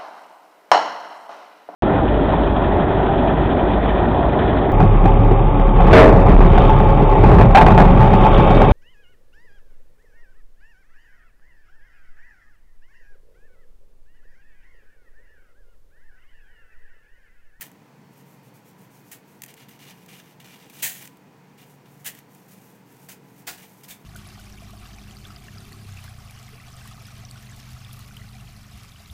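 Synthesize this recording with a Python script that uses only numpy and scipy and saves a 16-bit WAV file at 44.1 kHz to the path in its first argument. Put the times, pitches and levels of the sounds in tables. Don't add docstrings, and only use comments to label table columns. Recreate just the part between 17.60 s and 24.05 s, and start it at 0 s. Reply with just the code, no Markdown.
import sys
import numpy as np
from scipy import signal
from scipy.fft import rfft, irfft
from scipy.io import wavfile

SR = 44100
rng = np.random.default_rng(int(sys.argv[2]) if len(sys.argv) > 2 else 0)


def dump_mix(stems):
    frames = np.atleast_2d(stems).T
    limited = np.clip(frames, -1, 1)
    pcm = np.round(limited * 32767).astype(np.int16)
    wavfile.write(sys.argv[1], SR, pcm)


N = 284445

# (frequency [Hz], relative level [dB])
NEAR_WALL = [(50, -34), (180, -6.5), (500, -17.5), (780, -13.5), (1200, -14.5), (1800, 1), (2900, 0.5),
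             (4000, -3.5), (5200, -5), (6400, 2), (10000, 0), (12500, 3), (15800, 2)]


def gain_of(db):
    return 10 ** (np.asarray(db) / 20)


def unit_rms(x):
    return x / np.sqrt(np.mean(x ** 2) + 1e-20)


def curve_at(points, hz):
    f, value = np.transpose(points)
    return np.interp(np.log(hz + 1), np.log(f + 1), value)


def add(mix, start, sound):
    part = mix[round(start * SR):][:len(sound)]
    part += sound[:len(part)]


def wander(hz):
    f = np.fft.rfftfreq(N, 1 / SR)
    return unit_rms(irfft(rfft(rng.standard_normal(N)) * np.exp(-(f / hz) ** 2), N))


def colour(x, spectrum, size=4096):
    log_gain = np.log(gain_of(curve_at(spectrum, abs(np.fft.fftfreq(size, 1 / SR)))))
    response = np.exp(np.conj(signal.hilbert(log_gain)))
    taps = np.fft.ifft(response).real[:size // 2]
    return signal.oaconvolve(x, taps / np.linalg.norm(taps))[:len(x)]


def ring(x, modes):
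    t = np.arange(SR // 8) / SR
    response = sum(gain_of(db - 60 * t / t60) * np.cos(2 * np.pi * hz * t) for hz, db, t60 in modes)
    return signal.oaconvolve(x, response / np.linalg.norm(response))[:len(x)]


def appliance():
    # (frequency [Hz], relative level [dB])
    drone_eq = [(20, -30), (48, -35), (90, -15), (125, -3), (200, -2), (270, -6), (380, -10), (460, -6.5),
                (560, -15), (900, -11.5), (1200, -19), (2100, -20.5), (3800, -30.5), (6300, -32),
                (10000, -38), (15000, -35.5)]
    # (frequency [Hz], half width [Hz], level [dB])
    room_modes = [(140.6, 6.2, -61), (182.7, 10.4, -61.5)]
    # (frequency [Hz], relative level [dB])
    tones = [(119, -66.5), (260, -74), (292, -67.5), (947, -72.5), (1001, -73.5), (2482, -78.5),
             (4436, -82.5)]
    phase_per_hz = 2 * np.pi * np.arange(N) / SR
    drone = gain_of(-53.5) * colour(rng.standard_normal(N), drone_eq)
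    for hz, width, db in room_modes:
        phase = hz * phase_per_hz
        drone += gain_of(db) * (wander(width) * np.cos(phase) + wander(width) * np.sin(phase))
    for hz, db in tones:
        tone = np.sqrt(2) * np.sin(hz * phase_per_hz + 0.51 * wander(hz=4.0))
        waver_db = 2.8 * wander(hz=2.4) - 1.5
        drone += gain_of(db + waver_db) * tone
    return drone


def collisions(per_s, spread_db, size=N):
    strength = gain_of(spread_db * np.minimum(rng.exponential(1, size), 3))
    return unit_rms(strength * rng.choice([-1, 1], size) * (rng.random(size) < per_s / SR))


def rattle(clicks, decay_s, snap, spots=16, size=900):
    t, out = np.arange(size) / SR, np.zeros(len(clicks))
    spot = rng.integers(0, spots, len(clicks))
    for k in range(spots):
        grain = rng.standard_normal(size) * (np.exp(-t / decay_s) + snap * np.exp(-t / 0.00026))
        out += signal.oaconvolve(clicks * (spot == k), grain / np.linalg.norm(grain))[:len(clicks)]
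    return out


def tub_ring(x, ring_db):
    # (frequency [Hz], relative level [dB], t60 [s])
    tub_modes = [(1830, 4, 0.03), (1880, 1, 0.024), (2220, -11, 0.035), (2560, -6, 0.036), (3150, 2, 0.021)]
    return x + gain_of(ring_db) * ring(x, tub_modes)


def sprays(size=SR // 2):
    # (time [s], level [dB], attack [s], hold [s], t60 [s],
    # share on the far wall [0-1], note of the struck spot [Hz], its relative level [dB])
    pawfuls = [(0.006, -33.5, 0.011, 0.012, 0.01, 0.04, 1870, -11),
               (1.513, -41, 0.003, 0.017, 0.14, 0.25, 2060, -21),
               (3.221, -21.5, 0.0086, .011, 0.32, 0, 750, -22.5),
               (4.444, -38.5, 0.0035, 0.0074, 0.24, 0.16, 2950, -8),
               (4.454, -30, .01, .013, 0.1267, 0.14, 1780, -12),
               (5.485, -39.5, 0.0046, .004, 0.18, 0.65, 2310, -15),
               (5.515, -43, 0.0019, 0.0016, 0.13, 0.3, 3030, -18),
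               (5.867, -30, 0.0089, 0.004, 0.2444, 0.97, 2560, -14),
               (6.280, -42.5, 0.0037, 0.037, 0.18, 0.4, 2300, -13),
               (6.301, -42.5, 0.0057, 0.0037, 0.14, 0.3, 3520, -5)]
    # (frequency [Hz], relative level [dB])
    far_wall = [(50, -24), (250, -1), (500, -1), (720, 5.5), (950, -4), (1500, 3.5), (2500, -0.5),
                (4000, -1), (8000, -0.5), (12000, -3.5), (15800, 0.5)]
    t, out = np.arange(size) / SR, np.zeros(N)
    for start, db, attack, hold, t60, far_share, spot_hz, spot_db in pawfuls:
        rush = np.minimum(t / attack, 1) * gain_of(-60 * np.maximum(t - attack - hold, 0) / t60)
        per_s = 4500 * gain_of(db + 40) ** 0.7
        near, far, spot, push = (
            rattle(rush * collisions(per_s, spread_db=1.5, size=size), decay_s=0.0011, snap=3.6)
            for _ in range(4))
        walls = np.sqrt(1 - far_share) * tub_ring(colour(near, NEAR_WALL), ring_db=-20.5)
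        walls += np.sqrt(far_share) * colour(far, far_wall)
        ping = gain_of(spot_db) * ring(spot, [(spot_hz, 0, 0.014)])
        thump = gain_of(-72 + 9 * far_share) * ring(push, [(48, 0, 0.049)])
        add(out, start, gain_of(db) * (walls + ping) + thump)
    return out


def ticks():
    # (time [s], relative level [dB])
    hits = [(0.0106, -16), (0.067, -30), (0.116, -35), (1.82, -17), (1.8353, -24), (1.8374, -16),
            (1.848, -27), (1.862, -27), (1.9404, -26.5), (2.093, -30), (2.462, -32), (2.802, -34),
            (3.099, -31), (3.455, -22.5), (3.475, -24), (3.571, -38), (4.017, -37.5), (4.551, -27),
            (4.576, -38), (4.589, -28), (4.749, -31.5)]
    clicks = np.zeros(N)
    for start, db in hits:
        clicks[round(start * SR)] += gain_of(db)
    contacts = rattle(clicks, decay_s=0.0028, snap=1.5)
    return gain_of(4.5) * tub_ring(colour(contacts, NEAR_WALL), ring_db=-16.5)


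def settling(power, trickle_db=-15, decay_s=0.035):
    pole = np.exp(-1 / (decay_s * SR))
    trickle = signal.lfilter([1 - pole], [1, -pole], power)
    return np.sqrt(power + gain_of(trickle_db) ** 2 * trickle)


def rice_flow(attack_s=0.0046, stop_t60=0.12):
    # (time [s], length [s], relative level [dB])
    strokes = [(0.5, 0.11, -67), (0.554, 0.1, -61), (0.647, 0.17, -63.5), (0.827, 0.092, -63),
               (0.936, 0.083, -61.5), (1.043, 0.1, -61), (1.177, 0.11, -61), (1.298, 0.16, -60.5),
               (1.43, 0.18, -61), (1.646, 0.2, -64), (4.05, 0.13, -61), (4.267, 0.18, -63),
               (4.392, 0.062, -61), (4.687, 0.24, -61), (4.876, 0.13, -55.5), (4.958, 0.28, -59.5),
               (5.246, 0.25, -62), (5.388, .15, -59.5), (5.61, 0.34, -66), (5.762, .09, -58.5),
               (6.056, 0.19, -59), (6.157, 0.11, -61.5), (6.393, .06, -64.5)]
    # (time [s], length [s], relative end level [dB], swell on the way [dB], fizz over crunch [dB])
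    surges = [(0.028, .04, -62.5, -13, 6.5), (1.877, 0.032, -54, 1, 0), (1.964, 0.069, -55, 1, -4.5),
              (2.083, 0.08, -64, -9.5, 0.5), (2.188, 0.12, -51, 6.5, -3), (2.334, 0.11, -63.5, 1, -0.5),
              (2.479, 0.12, -53, -0.5, -3.5), (2.63, 0.099, -63, 1, -1), (2.798, 0.0075, -51.5, -3, -4),
              (2.84, 0.24, -59, -6, -4), (3.094, .005, -54.5, 2, 1.5), (3.119, 0.089, -49.5, 8.5, 2.5),
              (3.347, 0.11, -54, -0.5, 5), (3.975, 0.056, -58, 3.5, -0.5), (4.253, .015, -62, 1, -5),
              (4.541, 0.053, -61, 4, 4), (5.973, 0.078, -57, -1.5, 3.5), (6.232, 0.018, -54.5, -4, 4)]
    t, top, deep = np.arange(SR) / SR, np.zeros(N), np.zeros(N)
    for start, length, db in strokes:
        arch = gain_of(db) * np.sin(np.pi * np.minimum(t / length, 1) ** 0.64)
        add(top, start, arch ** 2)
        add(deep, start, (arch * gain_of(-12.5)) ** 2)
    for start, length, db, swell_db, fizz_db in surges:
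        surge_db = db - swell_db * np.maximum(1 - t / length, 0)
        release_db = -60 * np.maximum(t - length, 0) / stop_t60
        surge = np.minimum(t / attack_s, 1) * gain_of(surge_db + release_db)
        add(deep, start, surge ** 2)
        add(top, start, (surge * gain_of(fizz_db)) ** 2)
    return settling(top), settling(deep)


def stirring():
    # (frequency [Hz], relative level [dB])
    surface_eq = [(500, -18), (2000, -4), (4500, -7), (6500, 1), (8900, 1), (10800, -0.5), (12700, 2),
                  (15800, 0)]
    # (frequency [Hz], relative level [dB])
    depth_eq = [(200, -14.5), (800, -2.5), (1300, -8.5), (2000, -1.5), (3000, -3.5), (3800, -10),
                (5500, -8), (15000, -25)]
    # (frequency [Hz], relative level [dB], t60 [s])
    hollow_modes = [(2330, -2.5, 0.0079), (2850, 0, 0.012), (3260, -9, 0.0089)]
    top_flow, deep_flow = rice_flow()
    clumps = gain_of(1.2 * wander(hz=70))
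    top = rattle(collisions(per_s=4000, spread_db=-1.5), decay_s=0.0012, snap=1.6) * top_flow * clumps
    deep = rattle(collisions(per_s=1100, spread_db=2.5), decay_s=0.0028, snap=0.71) * deep_flow * clumps
    fizz = gain_of(1.3) * colour(top, surface_eq)
    crunch = gain_of(-2.5) * colour(deep, depth_eq)
    hollow = gain_of(-5.0) * ring(deep, hollow_modes)
    return fizz + crunch + hollow


def room(x, predelay_s=0.004):
    # (frequency [Hz], t60 [s])
    decay_times = [(200, 0.67), (2000, 0.38), (6000, 0.18), (15000, 0.17)]
    reflections = rng.standard_normal(SR // 2) * (np.arange(SR // 2) > predelay_s * SR)
    hz, t, bands = signal.stft(reflections, SR, nperseg=256)
    fade = gain_of(-60 * t / curve_at(decay_times, hz)[:, None])
    tail = signal.istft(bands * fade, SR, nperseg=256)[1]
    return signal.oaconvolve(x, tail / np.linalg.norm(tail))[:N]


def scene():
    rice = sprays() + ticks() + stirring()
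    return (rice + gain_of(-14.5) * room(rice) + appliance())[None]


def record(dry):
    lowpass = signal.firwin(511, 16000, window=("kaiser", 9), fs=SR)
    return signal.oaconvolve(dry, lowpass[None], "same")


dry = scene()
out = record(dry)
dump_mix(out)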